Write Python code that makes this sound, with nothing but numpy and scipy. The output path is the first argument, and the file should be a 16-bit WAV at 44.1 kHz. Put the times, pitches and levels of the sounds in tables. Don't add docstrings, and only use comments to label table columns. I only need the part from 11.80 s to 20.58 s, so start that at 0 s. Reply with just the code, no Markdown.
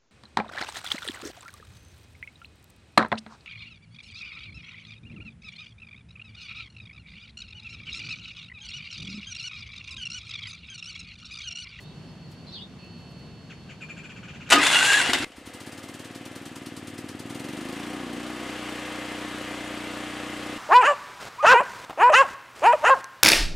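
import sys
import numpy as np
from scipy import signal
from scipy.fft import rfft, irfft, next_fast_len
from scipy.io import wavfile
from scipy.ndimage import uniform_filter1d, map_coordinates

SR = 44100
rng = np.random.default_rng(int(sys.argv[2]) if len(sys.argv) > 2 else 0)


def convert_level_to_amplitude(level_db):
    exponent = np.asarray(level_db, float) / 20
    return 10 ** exponent


def persist_wave(psi):
    counts = np.round(np.clip(psi, -1, 1) * 32767).astype(np.int16)
    wavfile.write(sys.argv[1], SR, np.atleast_2d(counts).T)


N = 387198
T = np.arange(N) / SR


def unit(x):
    return x / np.sqrt(np.mean(x ** 2) + 1e-20)


def along(points, hz):
    f, v = np.transpose(points)
    return np.interp(np.log(hz + 1), np.log(f + 1), v)


def curves(rows):
    s, *cols = np.transpose(rows)
    return [np.interp(T, s, c) for c in cols]


def during(rows):
    return (T >= rows[0][0]) & (T <= rows[-1][0])


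def arch(start, peak, end, db, drop_db=-20):
    shape_db = np.interp(T, [start, peak, end], [drop_db, 0, drop_db])
    return ((T >= start) & (T <= end)) * convert_level_to_amplitude(db + shape_db)


def wobble(rate, size=N):
    knots = rng.standard_normal(int(size * rate / SR) + 4)
    return map_coordinates(knots, [T[:size] * rate])


def filtered(x, response):
    m = next_fast_len(N + 8192)
    return irfft(rfft(x, m) * response(np.fft.rfftfreq(m, 1 / SR)), m)[..., :N]


def modes(table):
    def response(f):
        return sum((-1) ** k * convert_level_to_amplitude(db) * 1j * f * w / (c * c - f * f + 1j * f * w)
                   for k, (c, w, db) in enumerate(table))
    return response


def noise(spectrum, peaks=None, peak_db=0):
    def colour(f):
        lift = 1 + convert_level_to_amplitude(peak_db) * np.abs(modes(peaks)(f)) if peaks else 1
        return convert_level_to_amplitude(along(spectrum, f)) * lift
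    return unit(filtered(rng.standard_normal(N), colour))


def kicks(times, sizes):
    return np.bincount(np.clip((np.asarray(times) * SR).astype(int), 0, N - 1), sizes, N)


def tone(hz, gain, blur_hz, flutter_db, flutter):
    phase = 2 * np.pi * np.cumsum(hz + blur_hz * wobble(300)) / SR
    return gain * convert_level_to_amplitude(3 + flutter_db * np.tanh(wobble(flutter))) * np.sin(phase)


# (f/Hz, level/dB)
INSECTS = [(2659, -63.5), (2821, -74), (3025, -68), (4350, -58.5), (4479, -90), (4613, -67.5)]
# (from t/s, to t/s, level/dB, fade/dB per s)
STROPHES = [
    (0, 0.957, -4, -11.5),
    (0.989, 2.706, 0.5, -10.5),
]
# (f/Hz, level/dB per Hz)
YARD = [(15, -52), (38, -13), (161, 4.5), (256, -4.5), (476, -13.5), (1070, -19.5), (1230, -21.5),
        (2480, -25.5), (2690, -22.5), (4140, -27.5), (4490, -27.5), (4870, -29), (10100, -42.5),
        (13600, -53), (16000, -81)]
# (t/s, peak level/dB)
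STEPS = [
    (0.0194, -48),
    (0.5257, -50),
    (1.0494, -59),
    (1.1994, -57),
    (1.3094, -58),
    (1.3947, -60),
]
YARD_DB = -48


def yard():
    def turn(f):
        likeness = along([(100, .97), (1000, 0.89), (8000, 0.17)], f)
        return np.arccos(np.clip(likeness, -1, .97)) / 2
    hum = np.array([noise(YARD), noise(YARD)])
    mid, side = filtered(hum, lambda f: np.array([np.cos(turn(f)), np.sin(turn(f))]))
    hum = convert_level_to_amplitude(YARD_DB + 3.5 + 0.44 * wobble(9.6)) * np.array([mid + side, mid - side])
    chorus = sum(convert_level_to_amplitude(db + 3 + wobble(25)) * np.sin(2 * np.pi * (hz * T + .03 * wobble(40)))
                 for hz, db in INSECTS)
    vigour = convert_level_to_amplitude(-14.0) + sum((T >= a) * (T < b) * convert_level_to_amplitude(db + fade_db * (T - a))
                              for a, b, db, fade_db in STROPHES)
    s, db = np.transpose(STEPS)
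    crunch = signal.fftconvolve(kicks(s, convert_level_to_amplitude(db - 12)), np.hanning(round(.08 * SR)), "same")
    grass = noise([(2000, -120), (3000, 3), (9000, -3), (15000, -10)])
    crunch = crunch * grass * convert_level_to_amplitude(3 * wobble(300))
    return hum + vigour * chorus * convert_level_to_amplitude([[-1.5], [1.5]]) + crunch


# (t/s, length/s, from f/Hz, to f/Hz, level/dB)
NOTES = [(.665, .027, 4500, 3250, -52), (.742, .03, 4900, 4200, -56), (.77, .06, 4700, 4400, -62),
         (.66, .04, 4700, 5300, -62), (.7, .04, 5200, 5950, -61), (.03, .04, 3500, 4000, -60),
         (.075, .04, 4000, 3350, -60), (.272, .04, 5150, 5150, -65), (.41, .22, 4380, 4520, -63),
         (.68, .03, 4700, 5200, -60), (.75, .07, 4900, 4700, -60), (.99, .08, 2660, 2660, -58),
         (.81, .03, 4100, 3200, -58)]
# (t/s, f/Hz, level/dB)
CALL = [
    (.718, 3460, -51),
    (.728, 4400, -44),
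    (.739, 4560, -46),
    (.748, 3620, -39.5),
    (.765, 3280, -48),
    (.787, 2930, -48.5),
    (.818, 3680, -44.5),
    (.832, 3700, -61),
    (.86, 3640, -72),
]


def birds():
    hz, db = curves(CALL)
    song = tone(hz, during(CALL) * convert_level_to_amplitude(db), 62, 2.9, 119.7)
    for s, length, from_hz, to_hz, db in NOTES:
        glide = np.interp(T, [s, s + length], [from_hz, to_hz])
        swell = arch(s, s + 0.25 * length, s + length, db, drop_db=-6.0)
        song = song + tone(glide, swell, 66, 5.2, 119.5)
    return song + .5 * np.roll(song, round(.017 * SR))


# (t/s, squeak level/dB)
PULLEY = [(1.7131, -55), (1.9043, -43), (2.0215, -37), (2.1026, -37), (2.1797, -38), (2.248, -39.5),
          (2.307, -44), (2.3742, -46), (2.4417, -46), (2.4936, -48), (2.5524, -48), (2.6165, -49),
          (2.675, -46)]
# (f/Hz, level/dB per Hz)
BEARING = [(900, -120), (1200, -0.5), (1900, -8), (2700, 5), (3300, -4), (4200, -20), (5800, -17),
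           (7000, -16), (8000, -29), (11000, -40), (15000, -48)]
KNOCK_DB, SCRAPE_DB, CHIRP_DB = -50, -53.5, -64
STROKE_DB = 3.5
OVERTONE_DB, OVERTONE_GROWS = -60.5, 0.91


def pulley():
    out, rasp, t = np.zeros(N + SR), np.zeros(N + SR), np.arange(SR // 8) / SR

    def swell(rise, t60):
        return (1 - np.exp(-t / rise)) ** 2 * convert_level_to_amplitude(-60 * t / t60)

    def glide(hz, fall, blur):
        return 2 * np.pi * np.cumsum(hz * (1 - fall * t) + blur * wobble(377, size=len(t))) / SR

    def add(track, start, sound):
        track[round(start * SR):][:len(t)] += sound

    for s, squeak_db in PULLEY:
        knock_db, scrape_db, chirp_db = np.array([KNOCK_DB, SCRAPE_DB, CHIRP_DB]) + rng.normal(0, 0.8, 3)
        overtone_db = OVERTONE_DB + OVERTONE_GROWS * (squeak_db + 45.0)
        slip = glide(2415, 0.21, 63)
        squeak = convert_level_to_amplitude(squeak_db - 2) * (np.sin(slip) + .35 * np.sin(1.09 * slip))
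        squeak = squeak * convert_level_to_amplitude(3 * wobble(110, size=len(t)))
        overtones = np.sin(3 * slip) + 0.18 * np.sin(4 * slip) + .3 * np.sin(2 * slip) + .7 * np.sin(1.1 * slip)
        overtones = convert_level_to_amplitude(overtone_db + 14.5) * overtones
        scrape = convert_level_to_amplitude(scrape_db + 4) * convert_level_to_amplitude(STROKE_DB + 2) * np.sin(glide(3050, 22, 45))
        knock = convert_level_to_amplitude(knock_db + 6) * np.sin(glide(1680, 6, 80))
        chirp = convert_level_to_amplitude(chirp_db + 4) * np.sin(glide(6280, .3, 60))
        add(out, s - .011, squeak * (2.2 * swell(.009, .11) + .14 * swell(.0092, .55)))
        add(out, s - .011, .55 * overtones * swell(.008, .1))
        add(out, s - .004, scrape * swell(.006, .3) * (t < .022))
        add(out, s - .022, knock * swell(.005, .15))
        add(out, s - .012, chirp * swell(.004, .12))
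        add(rasp, s - .017, convert_level_to_amplitude(scrape_db + 12.0) * swell(0.0055, 0.15))
    return out[:N] + rasp[:N] * noise(BEARING)


# (t/s, peak level/dB)
BLOWS = [
    (2.692, -29),
    (2.703, -22),
    (2.72, -6),
    (2.725, -3),
    (2.729, -5),
    (2.757, -13),
    (2.785, -15),
    (3.3325, -7.5),
    (3.385, -20),
    (3.519, -18),
]
# (f/Hz, level/dB, t60/s)
STEEL = [(285, -34, .5), (676, -4, 0.2), (1238, 0, 0.098), (1470, 5.5, 0.046), (1740, -18, 0.076),
         (2990, 2, 0.066), (2770, -12, 0.095), (3320, -23, 0.2), (3700, -2.5, 0.16), (4730, -12, .2),
         (6240, -22, 0.1), (7300, -24, 0.18), (7730, -11, 0.15)]
MESH_S = 2.938
RELEASE_DULL_DB, RELEASE_HZ = -14, 1600


def pinion_blows():
    out, t = np.zeros(N + SR), np.arange(SR // 4) / SR
    for s, db in BLOWS:
        ring = 0
        for hz, level, t60 in STEEL:
            dull_db = RELEASE_DULL_DB * (s > MESH_S and hz < RELEASE_HZ)
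            fade = convert_level_to_amplitude(level + dull_db + rng.normal(0, 2.5) - 60 * t / min(t60, .14))
            ring = ring + fade * np.sin(2 * np.pi * hz * t)
        crack = signal.lfilter([.6], [1, -.4], rng.standard_normal(len(t)))
        crack = 3.34 * convert_level_to_amplitude(-60 * t / 0.062) * crack
        out[round(s * SR):][:len(t)] += convert_level_to_amplitude(db - 15) * (ring + crack)
    return filtered(out[:N], lambda f: 1j * f / (500 + 1j * f) / (1 + (f / 9000) ** 4))


# (t/s, level/dB)
GRIND = [
    (2.702, -25),
    (2.726, -11),
    (2.742, -17.5),
    (2.786, -19.5),
    (3.244, -22.5),
    (3.331, -25.5),
    (3.334, -20),
    (3.375, -28.5),
    (3.444, -27.5),
    (3.48, -45),
]
# (t/s, teeth per s)
MOTOR = [(2.735, 377), (2.76, 745), (2.8, 1006), (2.83, 1308), (2.86, 1415), (2.92, 1390), (2.99, 1420),
         (3.02, 1510), (3.08, 1605), (3.12, 1625), (3.19, 1710), (3.21, 1480)]
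# (f/Hz, level/dB per Hz)
GEARS = [(35, -65), (60, -51), (272, -34), (362, -16.5), (815, -7), (1310, -9), (1640, -4.5), (1840, -10.5),
         (2840, -8.5), (5500, -18), (7150, -63), (12100, -120)]
# (f/Hz, level/dB per Hz)
BRUSHES = [(2350, -14.5), (4000, 3), (5350, -10), (7480, 0.5), (8450, -3), (10500, -6), (12300, -22.5),
           (14200, -21), (16000, -48)]
# (f/Hz, width/Hz, level/dB)
HOUSING = [(1980, 110, 4.5), (2710, 84, 2.5), (3370, 64, -2), (4330, 39, -29), (5880, 49, 1.5),
           (6400, 47, -25), (6680, 59, -5), (7600, 41, -17), (10500, 41, -15)]
# (t/s, level/dB)
THUDS = [
    (2.74, -26),
    (2.762, -27),
    (2.785, -29),
    (3.292, -33),
    (3.35, -39),
    (3.43, -38),
]
THUD_T60_S, FRAME_DB = .22, -42
BRUSH_DB, STALLED_DB, COAST_DB = -27.5, -12, -12
THROW_DB, THROW_END_S = -25, 2.742
KEY_OFF_S, BRUSH_FADE_S = 3.19, .06


def starter_grind():
    gears_db, teeth = curves(GRIND)[0], curves(MOTOR)[0]
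    power = np.clip(1 - (T - KEY_OFF_S) / BRUSH_FADE_S, 0, 1)
    powered = convert_level_to_amplitude(BRUSH_DB + np.interp(teeth, [950, 1300], [STALLED_DB, 0]))
    brushes = power * powered + (1 - power) * convert_level_to_amplitude(gears_db + COAST_DB)
    brushes = np.where(T < THROW_END_S, convert_level_to_amplitude(THROW_DB), brushes)
    grit = convert_level_to_amplitude(1.3 * wobble(70) + 2 * wobble(400))
    grind = convert_level_to_amplitude(gears_db - 2.5) * noise(GEARS, HOUSING, peak_db=0)
    grind = grind + brushes * convert_level_to_amplitude(-.4) * noise(BRUSHES, HOUSING, peak_db=8)
    jolts = convert_level_to_amplitude(FRAME_DB) + sum(arch(s - .015, s, s + THUD_T60_S / 2, db, drop_db=-40) for s, db in THUDS)
    frame = noise([(120, -120), (190, -23.0), (270, 8.0), (340, -0.5), (800, -18), (1300, -120)])
    return (grind * grit + jolts * convert_level_to_amplitude(-1.5) * frame) * during(GRIND)


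# (f/Hz, from t/s, peak t/s, to t/s, level/dB)
RINGING = [(285, 2.74, 2.765, 2.805, -22.5), (720, 2.72, 2.745, 2.77, -24),
           (1239, 2.754, 2.764, 2.8, -18.5), (1650, 2.76, 2.768, 2.81, -27), (3480, 2.83, 2.86, 2.92, -28),
           (2030, 3.333, 3.338, 3.365, -27.5), (2100, 3.44, 3.455, 3.47, -32),
           (3400, 2.93, 2.95, 3.02, -31), (4330, 2.92, 2.96, 3.05, -42), (7260, 3.0, 3.18, 3.225, -35),
           (3350, 3.05, 3.15, 3.2, -33)]
# (multiple of tooth rate, from t/s, peak t/s, to t/s, level/dB)
TEETH = [
    (1.59, 2.8, 2.83, 2.87, -25),
    (1.52, 2.87, 2.9, 2.93, -29),
    (2.53, 2.78, 2.797, 2.82, -27),
    (2.6, 2.84, 2.88, 2.92, -30),
]
# (from t/s, peak t/s, to t/s, level/dB, level at the ends/dB)
SQUEAL = [
    (2.928, 2.938, 2.95, -21, -8),
    (2.948, 2.963, 3.005, -18, -11),
    (2.99, 3.05, 3.5, -30, -6),
]
# (from t/s, peak t/s, to t/s, level/dB)
BITES = [
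    (2.93, 2.98, 3.0, -28),
    (3.005, 3.02, 3.07, -23),
    (3.07, 3.095, 3.128, -19),
    (3.132, 3.146, 3.16, -19.5),
    (3.16, 3.183, 3.21, -20.5),
]
SQUEAL_HZ, SQUEAL_END_S = 2840, 3.31


def starter_tones():
    teeth = curves(MOTOR)[0]
    whine = sum(arch(*swell, drop_db=-5) for swell in BITES)
    squeal = sum(arch(*row) for row in SQUEAL) * (T < SQUEAL_END_S)
    tones = tone(teeth, whine, 35, 3, 110) + tone(SQUEAL_HZ, squeal, 55, 5, 130)
    for k, *swell in TEETH:
        tones = tones + tone(k * teeth, arch(*swell, drop_db=-12), 90, 5, 90)
    for hz, *swell in RINGING:
        tones = tones + tone(hz, arch(*swell, drop_db=-8), .025 * hz, 5, 110)
    return tones


# (f/Hz, width/Hz, level/dB)
MUFFLER = [(232, 70, 0), (322, 84, 2.5)]


def silencer(f):
    return modes(MUFFLER)(f) / (1 + 1j * f / 600) ** 3 * (1j * f / (170 + 1j * f)) ** 2


# (t/s, level/dB)
COUGHS = [
    (3.291, -14.5),
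    (3.402, -20),
    (3.355, -22),
    (3.435, -18.5),
]


def first_coughs():
    s, db = np.transpose(COUGHS)
    return filtered(kicks(s, convert_level_to_amplitude(db + 37.5)), lambda f: silencer(f) + modes([(95, 90, -12)])(f))


STUMBLE = (13, 35)


def pattern(cycle, table, scatter_db, jitter):
    place, db = np.transpose(table)
    turns = np.arange(int(cycle[-1]) + 1)[:, None] + place
    uneven = np.interp(turns, [STUMBLE[1], STUMBLE[1] + 2], [2, 1])
    chance = rng.standard_normal(turns.shape + (2,))
    times = np.interp(turns + jitter * uneven * chance[..., 0], cycle, T)
    sizes = convert_level_to_amplitude(db + scatter_db * np.sqrt(uneven) * chance[..., 1])
    return kicks(times.ravel(), sizes.ravel())


def per_beat(speed):
    return np.sqrt(30 / np.maximum(speed, 8))


# (place 0-1, level/dB)
BEATS = [(0, 0), (.5, -17), (.7, -14), (.86, -19)]
# (t/s, place 0-1, level under the beat/dB)
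AFTERBURN = [(3.46, 0.3, -7), (3.9, 0.33, -6), (4.3, 0.39, -8.5), (4.7, 0.25, -5), (5.1, 0.39, -5.5),
             (5.5, 0.34, -7), (5.75, .33, -1.5), (6.05, .28, -3), (6.3, 0.36, -1), (6.6, .43, -3),
             (6.7, 0.3, -4.5)]
# (f/Hz, width/Hz, level/dB)
CHAMBER = [(275, 170, -5)]
AFTERBURN_THUD = 0.82
LOPE_DB, CHOKE_LOPE_DB = -17, 7


def exhaust(speed, cycle, closed):
    lope_db = LOPE_DB + CHOKE_LOPE_DB * closed * np.interp(speed, [24, 29], [1, .4])
    lead = -round(.004 * SR)
    beats = np.roll(pattern(cycle, BEATS, 1, .0022) * per_beat(speed), lead)
    place, late_db = curves(AFTERBURN)
    late = pattern(cycle - place, [(0, 0)], 1.2, .005) * per_beat(speed) * convert_level_to_amplitude(late_db)
    late = np.roll(late, lead)
    chamber = filtered(closed * late, lambda f: silencer(f) * modes(CHAMBER)(f))
    beat_sound = unit(filtered(beats + late, silencer) + chamber)

    def thud(f):
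        body = modes([(190, 220, 0), (385, 70, 1)])(f)
        return body * (1j * f / (80 + 1j * f)) ** 3 / (1 + 1j * f / 600) ** 2
    lope = unit(filtered(beats + AFTERBURN_THUD * late, thud)) * convert_level_to_amplitude(lope_db)
    puff = .2 * convert_level_to_amplitude(2 * wobble(45)) * noise([(60, -120), (150, -10), (300, 0), (420, -8), (700, -120)])
    return beat_sound + lope + puff, np.sqrt(1 + convert_level_to_amplitude(2 * lope_db))


# (multiple of the cycle, level under the exhaust/dB)
SHAKE = [(1, -61), (2, -14.5), (3, -26), (4, -11.5), (6, -52)]
# (multiple of the cycle, level/dB)
WHIRR = [(17, -21), (18, -17), (20, -17), (22, -19), (24, -19), (25, -18), (26, -14), (30, -17), (32, -15),
         (36, -13), (38, -17), (40, -11), (42, -18), (48, -19), (58, -19), (68, -18)]
# (multiple of the cycle, level under the exhaust/dB)
SHUDDER = [(5, -9), (6, -8.5), (7, -13.5), (8, -9), (9, -11.5), (13, -15)]


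def frame_shake(speed, cycle, closed):
    growth_db = 53.0 * np.log10(speed / 30 + 0.008)
    shake = sum(convert_level_to_amplitude(db + growth_db) * np.sin(2 * np.pi * k * cycle) for k, db in SHAKE + WHIRR)
    rocking = sum(convert_level_to_amplitude(db + 2.5 * np.tanh(wobble(9))) * np.sin(2 * np.pi * (k * cycle + .06 * wobble(6)))
                  for k, db in SHUDDER)
    return shake + closed ** 2 * rocking


# (t/s, level/dB)
THROTTLE = [(4.25, 0), (4.35, 1.5), (4.7, 3), (5.6, 3), (5.7, 1), (6.16, 1), (6.2, -9), (6.3, -9),
            (6.33, 4), (6.37, -1), (6.55, 0), (6.65, -6)]
HISS_DB, CHOKE_HISS_DB, WEAK_GULP_DB = -58, 8, -11
MISFIRE_S, MISFIRE_WIDTH_S, MISFIRE_DB = 7.5, 0.079, -3
GULP_TAIL, GULP_FALL_DB = 0.27, -56


def intake_gulps(speed, cycle, closed):
    choke_db = HISS_DB + CHOKE_HISS_DB * closed + np.interp(speed, [7.5, 12.5], [WEAK_GULP_DB, 0])
    choke_db = choke_db + MISFIRE_DB * np.clip(1 - np.abs(T - MISFIRE_S) / MISFIRE_WIDTH_S, 0, 1)
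    opened = cycle + .32
    fired = np.floor(opened)
    skipped = (fired >= STUMBLE[0]) & (fired <= STUMBLE[1]) & (fired % 2 == 1)
    since = opened - fired + skipped
    rise = np.sin(np.pi / 2 * np.minimum(since / .2, 1)) ** 2
    past = np.clip(since - .2, 0, 2)
    fall = (1 - GULP_TAIL) * convert_level_to_amplitude(GULP_FALL_DB * past) + GULP_TAIL * convert_level_to_amplitude(-20 * past ** 1.7)
    return rise * convert_level_to_amplitude(curves(THROTTLE)[0]) * fall * convert_level_to_amplitude(choke_db)


# (place in the cycle 0-1, level/dB)
TAPS = [(-.04, -31), (0.139, 11), (0.331, 4), (0.551, 22.5), (.7, 16), (0.842, 21.5)]
# (f/Hz, width/Hz, level/dB)
CASING = [(520, 28, -4), (1274, 31, -12), (1710, 170, -3.5), (2071, 17, 3.5), (2710, 37, -16),
          (2900, 17, -7), (3200, 130, -9.5), (6980, 68, -14), (7820, 160, -15), (8550, 72, -33)]
# (f/Hz, level/dB per Hz)
CLATTER = [(250, -23), (420, -4.5), (528, -1.5), (578, -4), (761, -4.5), (859, -8.5), (1240, -7),
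           (1530, -9), (2820, -8), (5340, -21), (9530, -27), (14000, -47.5), (16000, -46)]
CLATTER_DB, CLATTER_DB_PER_OCTAVE, CLATTER_LEAST_DB, CHOKE_MUTES_DB = -39.5, 7, -52.5, -5
PULL_DB, FULL_PULL = 4, 35
FIRING_SWELL_DB = 1.2


def clatter(speed, cycle, closed, gulps):
    level_db = CHOKE_MUTES_DB * closed + CLATTER_DB + CLATTER_DB_PER_OCTAVE * np.log2(speed / 27.23 + 1e-3)
    pull = np.clip(uniform_filter1d(np.gradient(speed) * SR, SR // 8) / FULL_PULL, 0, 1)
    level_db = np.maximum(level_db + PULL_DB * pull, CLATTER_LEAST_DB)
    taps = pattern(cycle, TAPS, 0.55, 0.0018) * per_beat(speed)
    ring = unit(filtered(taps, modes(CASING)))
    seat = pattern(cycle, [(-.05, -5), (.06, 0), (.3, -5)], 1.5, .004)
    tick = unit(signal.lfilter([1], [1, -np.exp(-1 / (.01 * SR))], uniform_filter1d(seat, 90)))
    clicks = noise([(3000, -120), (4000, -3), (9000, 0), (12000, -7), (16000, -18)])
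    clicks = .13 * tick * convert_level_to_amplitude(np.interp(speed, [20, 30], [3, -3])) * clicks
    rattle = noise(CLATTER, CASING, peak_db=-4.0) * convert_level_to_amplitude(FIRING_SWELL_DB * np.cos(2 * np.pi * cycle))
    rattle = rattle * (1 + 0.15 * convert_level_to_amplitude(50.5) * gulps)
    return convert_level_to_amplitude(level_db + 0.5) * (rattle + 0.22 * ring + clicks)


# (f/Hz, level/dB per Hz)
AIR = [(600, -120), (900, 12.5), (2000, -8), (4000, 5.5), (7000, 1.5), (9000, 4), (11000, -3), (12500, -10),
       (14000, -4), (16000, -22)]
# (f/Hz, width/Hz, level/dB)
TANK = [(527, 43, 1), (754, 56, 1), (1215, 40, -1)]
# (t/s, four-stroke cycles per s)
SPEED = [(3.46, 7.34), (3.6, 9.87), (3.75, 14.61), (3.9, 17.89), (4.6, 19.99), (5.1, 18.5), (5.45, 18.95),
         (6.12, 30.58), (6.2, 30.86), (6.35, 29.2), (6.5, 30.87), (7.4, 30.41), (8.78, 30.5)]
# (t/s, exhaust level/dB)
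EFFORT = [(3.44, -59), (3.66, -49), (3.9, -46.5), (4.3, -46.5), (5.1, -44.5), (5.4, -43.5), (5.6, -40.5),
          (5.85, -40.5), (6.3, -40), (6.7, -40), (8.78, -39.5)]
# (t/s, share closed 0-1)
CHOKE = [
    (5.5, 1),
    (6.0, 0.87),
    (6.5, 0.65),
    (6.68, 0),
]
# (f/Hz, width/Hz, share taken out)
TONE_DIPS = [(183, 25, .3), (436, 28, .6), (577, 22, .5)]
FIRST_CYCLE, DRUMMING_DB = -.05, -11.5
TURN_DOWN_S, TURN_DOWN_DB = 3.446, -21


def engine():
    speed = curves(SPEED)[0] * during(SPEED)
    cycle = FIRST_CYCLE + np.cumsum(speed + 1e-6) / SR
    burn_db, closed = curves(EFFORT)[0], curves(CHOKE)[0]
    beats, beats_rms = exhaust(speed, cycle, closed)
    low = convert_level_to_amplitude(burn_db - 0.5) * (beats + frame_shake(speed, cycle, closed)) / beats_rms
    gulps = intake_gulps(speed, cycle, closed)
    hiss = convert_level_to_amplitude(4.5) * gulps * noise(AIR)
    drumming = unit(filtered(rng.standard_normal(N), modes(TANK)))
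    drumming = convert_level_to_amplitude(burn_db + DRUMMING_DB + 1.9 * wobble(5.5)) * closed * drumming
    running = low + clatter(speed, cycle, closed, gulps) + hiss + drumming

    def dipped(f):
        return 1 - sum(share * modes([(hz, w, 0)])(f) for hz, w, share in TONE_DIPS)
    return filtered(running, dipped) * (T > TURN_DOWN_S) / convert_level_to_amplitude(TURN_DOWN_DB)


# (f/Hz, t60/s)
WALL = [(200, 0.054), (2000, 0.1), (10000, 0.14)]


def wall(x):
    hz, t, z = signal.stft(rng.standard_normal((2, SR // 3)), SR, nperseg=256)
    tail = signal.istft(z * convert_level_to_amplitude(-60 * t / along(WALL, hz)[:, None]), SR, nperseg=256)[1]
    late = np.pad(x, (300, 0))[None]
    return signal.fftconvolve(late, tail / np.linalg.norm(tail[0]), axes=1)[:, :N]


# (f/Hz, level/dB)
LEAN = [(60, 0), (180, 1.1), (550, 1), (1650, 2), (4970, 0.9), (15000, 1)]
# (f/Hz, likeness 0-1)
ALIKE = [(60, 0.99), (180, 0.94), (550, 0.88), (1650, 0.91), (4970, 0.71), (15000, 0.56)]


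def placed(x, wet_db):
    direct = filtered(x, lambda f: convert_level_to_amplitude(along(LEAN, f) / 2 * [[1], [-1]]))
    echoes = filtered(wall(x), lambda f: np.sqrt(np.clip(1.03 - along(ALIKE, f), 0, 1)))
    return direct + convert_level_to_amplitude(wet_db) * echoes


def scene():
    song = birds()
    quiet = yard() + 0.73 * song + convert_level_to_amplitude(1.5) * wall(song) + placed(pulley(), wet_db=4)
    starter = pinion_blows() + starter_grind() + starter_tones()
    return quiet + placed(starter + first_coughs() + engine(), wet_db=-2.5)


def band_limit(x):
    return signal.sosfilt(signal.butter(12, 15830, fs=SR, output="sos"), x)


def record(dry):
    gain = convert_level_to_amplitude(np.interp(T, [TURN_DOWN_S, TURN_DOWN_S + 0.0038], [0, TURN_DOWN_DB]))
    mix = filtered(np.clip(dry * gain, -1, 1), lambda f: 1 / (1 + (f / 15700) ** 60))
    return band_limit(mix)


dry = scene()
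out = record(dry)
persist_wave(out)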